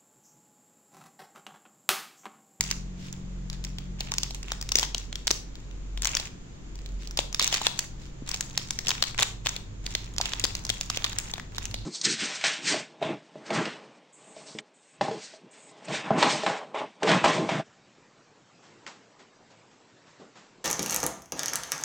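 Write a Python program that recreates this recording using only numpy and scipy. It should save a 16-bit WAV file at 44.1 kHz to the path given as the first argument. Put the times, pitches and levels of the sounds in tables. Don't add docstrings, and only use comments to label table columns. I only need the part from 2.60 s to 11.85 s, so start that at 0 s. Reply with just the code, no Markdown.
import sys
import numpy as np
from scipy import signal
from scipy.fft import rfft, irfft
from scipy.io import wavfile

SR = 44100
rng = np.random.default_rng(int(sys.argv[2]) if len(sys.argv) > 2 else 0)


def store_wav(level_fs):
    pcm = np.round(np.clip(np.atleast_2d(level_fs), -1, 1) * 32767)
    wavfile.write(sys.argv[1], SR, pcm.T.astype(np.int16))


N = 407925
TIME = np.arange(N) / SR


def from_db(db):
    return 10 ** (np.asarray(db) / 20)


def rms_one(x):
    return x / np.sqrt(np.mean(x ** 2) + 1e-20)


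def in_time(rows):
    s, *columns = np.transpose(rows)
    return [np.interp(TIME, s, column) for column in columns]


def at_hz(points, hz):
    f, value = np.transpose(points)
    return np.interp(np.log(np.maximum(hz, 1)), np.log(f), value)


def resonance(hz, centre, q):
    s = 1j * hz / centre
    return s / q / (s * s + s / q + 1)


def colour(x, spectrum, size=8192):
    gain = from_db(at_hz(spectrum, np.fft.rfftfreq(size, 1 / SR)))
    cepstrum = irfft(np.log(gain))
    cepstrum[1:size // 2] *= 2
    cepstrum[size // 2 + 1:] = 0
    impulse_response = irfft(np.exp(rfft(cepstrum)))
    return signal.oaconvolve(x, impulse_response[None], axes=1)[:, :N]


def drift(rate):
    knots = rng.standard_normal(4096)
    return np.interp(TIME * rate, np.arange(len(knots)), knots) * np.sqrt(3 / 2)


# (frequency [Hz], relative level per Hz [dB])
AIR_SPECTRUM = [(20, 3.5), (45, -2.5), (190, -8.5), (330, -13), (650, -25), (1500, -30), (5800, -35.5),
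                (7100, -27.5), (8200, -41), (16000, -49)]


def air(level_db=-45.0, apart_hz=600, unlike_db=-13):
    mid, side = rng.standard_normal((2, N))
    highpass = signal.butter(1, apart_hz, "high", fs=SR, output="sos")
    side = from_db(unlike_db) * side + signal.sosfilt(highpass, side)
    stereo = np.array([mid + side, mid - side])
    return from_db(level_db) * rms_one(colour(stereo, AIR_SPECTRUM))


# (time [s], pitch [Hz], level [dB])
DRONE_CURVE = [(0, 101, -55), (6.0, 101.3, -60.5), (6.35, 121, -46.5), (7.1, 103.2, -48.5),
               (9.25, 102.1, -46.5)]


def drone(unsteady_per_s=28):
    pitch, level_db = in_time(DRONE_CURVE)
    tone = np.exp(2j * np.pi * np.cumsum(pitch) / SR)
    wander = drift(unsteady_per_s) + 1j * drift(unsteady_per_s)
    return from_db(level_db) * np.real(wander * tone)


# (time [s], level before the hum trim [dB])
HUM_LEVEL = [(0.0, -38), (0.28, -33.5), (0.51, -57), (0.74, -30.5), (1.75, -37), (2.55, -33.5), (2.88, -41),
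             (3.4, -30), (3.81, -50.5), (4.3, -30), (4.9, -42), (5.12, -64), (5.23, -39.5), (6.18, -45.5),
             (7.24, -37), (8.94, -44), (9.25, -32)]
# (time [s], third partial level [dB], fourth partial level [dB])
HUM_OVERTONES = [(0, -46.5, -45.5), (1.35, -46, -47), (2.3, -59, -64.5), (5.6, -51.5, -58),
                 (9.25, -62, -57)]


def fan(blade_hz=45.24, wobble_hz=0.183, hum_db=-5.0, fifth_db=-13,
        churning=0.19, overtone_churning=0.18, apart=0.11):
    low_db, = in_time(HUM_LEVEL)
    third_db, fourth_db = in_time(HUM_OVERTONES)
    phase = 2 * np.pi * np.cumsum(blade_hz + wobble_hz * drift(5.9)) / SR

    def partial(depth, order):
        shared = depth * (drift(14) + 1j * drift(6.2))
        opposed = apart * (drift(14) + 1j * drift(14)) * np.array([[1], [-1]])
        tone = np.exp(1j * (order * phase + 2 * np.pi * rng.random()))
        return np.sqrt(2) * np.real((1 + shared + opposed) * tone)

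    low_hum = from_db(low_db + hum_db) * partial(churning, order=1)
    third = from_db(third_db) * partial(overtone_churning, order=3)
    fourth = partial(overtone_churning, order=4)
    fifth = from_db(fifth_db) * partial(overtone_churning, order=5)
    return low_hum + third + from_db(fourth_db) * (fourth + fifth)


# (frequency [Hz], 60 dB decay time [s])
ROOM_DECAY = [(300, 0.38), (2000, 0.28), (6000, 0.3), (15000, 0.23)]


def room(x, build_s=0.034, first_s=0.0029, early_db=-3, early_s=0.0028, count=9):
    t = np.arange(int(.8 * SR)) / SR
    edges = np.geomspace(150, 18000, count + 1)
    white = rfft(rng.standard_normal((2, len(t))))
    hz = np.fft.rfftfreq(len(t), 1 / SR)
    tail = 0
    for low, high in zip(edges, edges[1:]):
        band = irfft(white * (hz >= low) * (hz < high), len(t))
        t60 = at_hz(ROOM_DECAY, np.sqrt(low * high))
        tail = tail + band * np.exp(-np.log(1000) * t / t60)
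    diffuse = 1 - np.exp(-t / build_s)
    early = from_db(early_db) * np.exp(-t / early_s)
    tail = tail * (t > first_s) * (diffuse + early)
    return signal.oaconvolve(x, tail / np.linalg.norm(tail[0]), axes=1)[:, :N]


# (time [s], starting level [dB], pitch [Hz])
LOW_THUDS = [(1.522, -27, 1010), (2.155, -28.5, 405), (2.229, -22, 910), (2.709, -22.5, 393),
             (4.797, -22, 1100), (5.015, -21.5, 946), (5.622, -27.5, 253), (7.602, -21, 820)]


def thuds(decay_s=0.0045, pitch_spread=0.093):
    out, t = np.zeros(N), np.arange(SR // 10) / SR
    for s, level_db, pitch in LOW_THUDS:
        start = round(s * SR)
        pitches = pitch * np.exp(pitch_spread * np.array([-1, 0, 1]))
        modes = np.sin(2 * np.pi * np.outer(pitches, t))
        out[start:start + len(t)] += from_db(level_db) * modes.mean(axis=0) * np.exp(-t / decay_s)
    return out


# (start time [s], length [s], level at mid-swell [dB])
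FINGER_SLIDES = [(0.367, 0.16, -47.5), (4.384, 0.096, -48), (5.372, 0.14, -52)]


def slides(grain_per_s=900, grain_db=3.5, centre_hz=3500, centre_q=0.68, lowest_hz=1100):
    out, hz = np.zeros((2, N + SR)), np.fft.rfftfreq(SR, 1 / SR)
    bass_cut = hz / (hz - 1j * lowest_hz)
    for s, length, level_db in FINGER_SLIDES:
        size, start = int(length * SR), int(s * SR)
        grip = from_db(grain_db * drift(grain_per_s)[:SR])
        grainy = rfft(grip * rng.standard_normal((2, SR)))
        rub = irfft(grainy * resonance(hz, centre_hz, centre_q) * bass_cut)
        swell = np.sin(np.pi * np.arange(size) / size)
        out[:, start:start + size] += from_db(level_db) * rms_one(rub)[:, :size] * swell
    return out[:, :N]


# (start time [s], starting level [dB], pitch [Hz])
PITCHED_TAILS = [(4.797, -30, 3830), (9.143, -43.5, 4130)]


def pitched_tails(decay_s=0.071, impulses_per_s=700):
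    out, hz = np.zeros((2, N + SR)), np.fft.rfftfreq(SR, 1 / SR)
    for s, level_db, pitch in PITCHED_TAILS:
        impulses = (rng.random(SR) < impulses_per_s / SR) * rng.standard_normal((2, SR))
        band_q = (pitch / 2100) ** 2
        band = irfft(rfft(impulses) * resonance(hz, pitch, band_q) ** 2)
        start = round(s * SR)
        out[:, start:start + SR] += from_db(level_db) * rms_one(band) * np.exp(-TIME[:SR] / decay_s)
    return out[:, :N]


# (start time [s], length [s], relative crinkle level at the start [dB])
FILM_STROKES = [(0, 0.15, -46.5), (1.383, 0.13, -46.5), (1.866, 0.07, -45), (2.141, 0.088, -36.5),
                (3.426, 0.23, -40), (4.57, 0.055, -41.5), (4.789, 0.2, -36), (4.999, 0.23, -42),
                (5.653, 0.74, -45.5), (6.234, 0.26, -42), (6.572, 0.044, -30.5), (6.84, 0.14, -42.5),
                (7.227, 0.3, -47.5), (7.593, 1, -40.5), (8.335, 0.44, -40), (8.911, 0.2, -47)]


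def crinkle_level(attack_s=0.018, release_s=0.0092, ease_db_per_s=15,
                  tail_db=-48, tail_s=0.054, tail_follows=0.42):
    power = 0
    for start, length, level_db in FILM_STROKES:
        corners = [0, attack_s, attack_s + length, attack_s + length + release_s]
        grip = np.interp(TIME - start, corners, [0, 1, 1, 0])
        eased_db = level_db - ease_db_per_s * np.clip(TIME - start, 0, 1)
        power = power + (grip * from_db(eased_db)) ** 2
    s, snap_db = np.transpose(CREASE_SNAPS)[:2]
    start_power = from_db(tail_db + tail_follows * snap_db) ** 2
    tail_starts = np.bincount((np.abs(s) * SR).astype(int), start_power, N)
    tail_power = signal.lfilter([1], [1, -np.exp(-2 / (tail_s * SR))], tail_starts + 1e-18)
    return np.sqrt(power + tail_power)


# (frequency [Hz], relative level per Hz [dB])
RUB_SPECTRUM = [(200, -10), (900, 7.5), (2000, 0.5), (6500, -19.5), (16000, -1)]


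def crinkle(per_s=340, clump_db=6.0, rub_db=-6, grain_q=2.35, size_db=6.5, level_db=0.5, count=12):
    level = crinkle_level()
    rate = per_s * np.sqrt(level / level.mean()) * from_db(clump_db * drift(35))
    born = rng.random(N) < rate / SR
    sizes = from_db(np.minimum(size_db * rng.exponential(1, N), 18))
    clicks = born * sizes * rng.choice([-1, 1], N)
    dealt = rng.integers(0, count, N)
    fade = np.exp(-np.arange(128) / 24)
    grains = 0
    for k, pitch in enumerate(np.geomspace(1800, 8500, count)):
        ring = rms_one(rng.standard_normal((2, len(fade))) * fade)
        ticks = signal.oaconvolve((clicks * (dealt == k))[None], ring, axes=1)[:, :N]
        b, a = signal.iirpeak(pitch, grain_q, fs=SR)
        grains = grains + signal.lfilter(b, a, ticks + 1e-18)
    rub = rms_one(colour(rng.standard_normal((2, N)), RUB_SPECTRUM))
    return (rms_one(grains) + from_db(rub_db) * rub) * level * from_db(level_db)


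# (time [s], relative energy [dB], crease pitch [Hz])
CREASE_SNAPS = [(0.009, 9, 7500), (0.039, -4.5, 6350), (0.104, -8.5, 6170), (0.1126, 4, 5300),
                (0.5276, -10, 7000), (0.9, -10, 4900), (0.93, -14.5, 4900), (1.041, -11, 5540),
                (1.049, -7, 5760), (1.185, -10.5, 3450), (1.407, -2, 3550), (1.519, -0.5, 5500),
                (1.539, -2, 5200), (1.5835, 4, 5600), (1.633, 2.5, 5250), (1.708, -10.5, 3850),
                (1.7469, -6.5, 6300), (1.83, -12.5, 5430), (1.919, -0.5, 3440), (2.0133, -5, 5740),
                (2.026, -9.5, 5100), (2.091, -5, 5500), (2.1196, 5.5, 5340), (2.1561, 11.5, 6000),
                (2.1867, 6, 5030), (2.196, 2, 5600), (2.221, -11, 6550), (2.2302, 1.5, 3600),
                (2.347, 1, 3440), (2.381, -4.5, 6400), (2.528, -9.5, 3270), (2.5563, -5, 3320),
                (2.6711, 5.5, 5600), (2.678, 3.5, 4000), (2.707, 4, 4140), (2.712, 9, 6450),
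                (2.955, -19, 3780), (3.112, -26, 2980), (3.3754, -11, 3550), (3.4211, 1, 7200),
                (3.4325, -6.5, 6040), (3.447, 2, 5740), (3.455, 4, 5750), (3.472, 3.5, 6960),
                (3.5511, 3.5, 5550), (3.5695, 3.5, 4900), (3.5992, -4, 4000), (4.156, -20, 5500),
                (4.19, -24, 4000), (4.261, -16.5, 3680), (4.29, -26, 4000), (4.474, -12.5, 5300),
                (4.51, -12.5, 5950), (4.5737, 2.5, 5130), (4.59, 5, 3530), (4.728, -9, 5800),
                (4.7462, 1.5, 5450), (4.796, 7.5, 4870), (4.816, 0, 4050), (4.826, 5, 7040),
                (4.8444, 5.5, 6100), (4.8672, -5, 6300), (4.8767, 4.5, 6370), (4.927, 1, 2940),
                (4.9425, 3.5, 4830), (4.9497, -4, 2580), (4.973, -7, 3940), (5.0165, -6, 3880),
                (5.0681, 8.5, 3640), (5.1914, 6, 6200), (5.691, -2, 6200), (5.715, -2.5, 5030),
                (5.743, -0.5, 4700), (5.8088, 3, 6900), (5.977, 5.5, 5170), (5.996, -13.5, 2750),
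                (6.1073, 2.5, 6340), (6.1896, -0.5, 5000), (6.27, -1.5, 3150), (6.2835, 4, 5700),
                (6.292, 4, 5040), (6.306, 2.5, 3100), (6.3151, -2, 2200), (6.4251, 7.5, 3680),
                (6.439, 0, 3170), (6.546, -15, 1900), (6.592, 0, 2000), (6.5987, -2.5, 3430),
                (6.6078, 0, 6440), (6.613, -7, 3400), (6.6242, 5.5, 3500), (6.6295, 8.5, 7200),
                (6.861, -2, 2400), (6.8693, 3.5, 3730), (6.892, -1, 6060), (6.964, -5, 3660),
                (7.265, -3, 4700), (7.3513, 3.5, 3600), (7.564, -14.5, 5400), (7.583, 2.5, 4970),
                (7.6131, 2.5, 4220), (7.624, -12, 4600), (7.6568, -1.5, 3270), (7.692, -13, 6000),
                (7.735, -1.5, 3200), (7.797, 0, 7250), (7.8404, 4.5, 3950), (7.845, 3.5, 5300),
                (7.852, 0, 4600), (7.952, 0, 4800), (8.051, -4, 5470), (8.067, -11, 5500),
                (8.0935, 0.5, 4940), (8.1008, 4.5, 3680), (8.211, 2, 6300), (8.3005, 3, 5230),
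                (8.3602, -10, 4950), (8.3725, 0.5, 3440), (8.4436, 4, 3960), (8.448, -0.5, 4020),
                (8.4632, -9, 3900), (8.5, -20, 3670), (8.5306, -10, 3770), (8.5863, 5, 8100),
                (8.738, -3.5, 3800), (8.781, -13.5, 1840), (8.798, -11.5, 1860), (8.9826, -2.5, 4070),
                (9.0548, -3.5, 6300), (9.112, -16, 4440), (9.1425, -3, 3740)]


def snaps(ring_s=0.0021, rustle_db=-16, slips_per_s=600, slip_s=0.0011, slip_db=-7,
          rise_s=0.00061, rise_db=-15, crease_q=0.4, facet_q=3.8, facet_db=-3,
          flap_hz=960, flap_q=0.59, flap_db=-13, flap_db_per_octave=10, flap_scatter_db=3.5,
          middle_crease_hz=4500, edge_db=-8, lag_s=0.00021, left_db=1.5, sway_db=3, size=1024):
    lead = size // 5
    out, hz = np.zeros((2, N + size)), np.fft.rfftfreq(size, 1 / SR)
    t = (np.arange(size) - lead) / SR
    away = np.abs(t)
    rising = from_db(rise_db) * np.exp(-away / rise_s)
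    rustling = from_db(rustle_db) * np.exp(-away / ring_s)
    noise_level = np.where(t < 0, rising, rustling)
    slip_level = from_db(slip_db) * np.exp(-away / np.where(t < 0, rise_s, slip_s))
    small = (hz / (hz - 1j * flap_hz / 2)) ** 2
    for s, level_db, pitch in CREASE_SNAPS:
        octaves_below = np.log2(middle_crease_hz / pitch)
        this_flap_db = flap_db + flap_db_per_octave * octaves_below + flap_scatter_db * rng.standard_normal()
        noise = rng.standard_normal((3, size))
        slips = (rng.random(size) < slips_per_s / SR) * slip_level
        flip = (t == 0) * rng.choice([-1, 1])
        around = (noise[:2] + noise[2]) / np.sqrt(2) * (noise_level + slips)
        lag = np.exp(-2j * np.pi * np.outer([0, lag_s * rng.random()], hz))
        push = rfft(flip + around) * lag
        crease = irfft(push * resonance(hz, pitch, crease_q) * small)
        facet = irfft(push * resonance(hz, pitch, facet_q) * small)
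        panel_hz = flap_hz * from_db(rng.normal(0, 8.7))
        flap = irfft(push * resonance(hz, panel_hz, flap_q) * resonance(hz, flap_hz, flap_q))
        edge = irfft(rfft(flip) * lag * resonance(hz, 15300, 1) * small)
        snap = 0
        for part, part_db in ((crease, 0), (facet, facet_db), (flap, this_flap_db), (edge, edge_db)):
            snap = snap + from_db(part_db) * part / np.linalg.norm(part, axis=1, keepdims=True)
        snap = rms_one(snap) / np.sqrt(size)
        pan_db = left_db + sway_db * rng.standard_normal()
        sides_db = level_db + np.array([[pan_db], [-pan_db]]) / 2
        start = max(round(s * SR) - lead, 0)
        out[:, start:start + size] += snap * from_db(sides_db)
    return out[:, :N]


def scene(snap_db=1.5, room_db=-13.0):
    wrapper = from_db(snap_db) * snaps() + crinkle() + pitched_tails() + slides() + thuds()
    place = np.pi * drift(2)
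    echoes = room(wrapper * np.cos(place)) + room(wrapper * np.sin(place))
    return wrapper + from_db(room_db) * echoes + fan() + drone() + air()


# (frequency [Hz], gain [dB])
PORT_RESPONSE = [(3400, 1), (3700, 1.5), (3950, -0.5), (6800, 0), (8200, -5.5), (9200, -13.5),
                 (9900, -26.5), (11200, -9), (12300, -19), (13500, -18), (14800, -27), (15700, -3),
                 (16400, -38)]


def record(dry, cutoff_hz=16700):
    heard = np.clip(colour(dry, PORT_RESPONSE), -.9, .9)
    lowpass = signal.ellip(10, .1, 100, cutoff_hz, fs=SR, output="sos")
    return signal.sosfilt(lowpass, heard)


dry = scene()
out = record(dry)
store_wav(out)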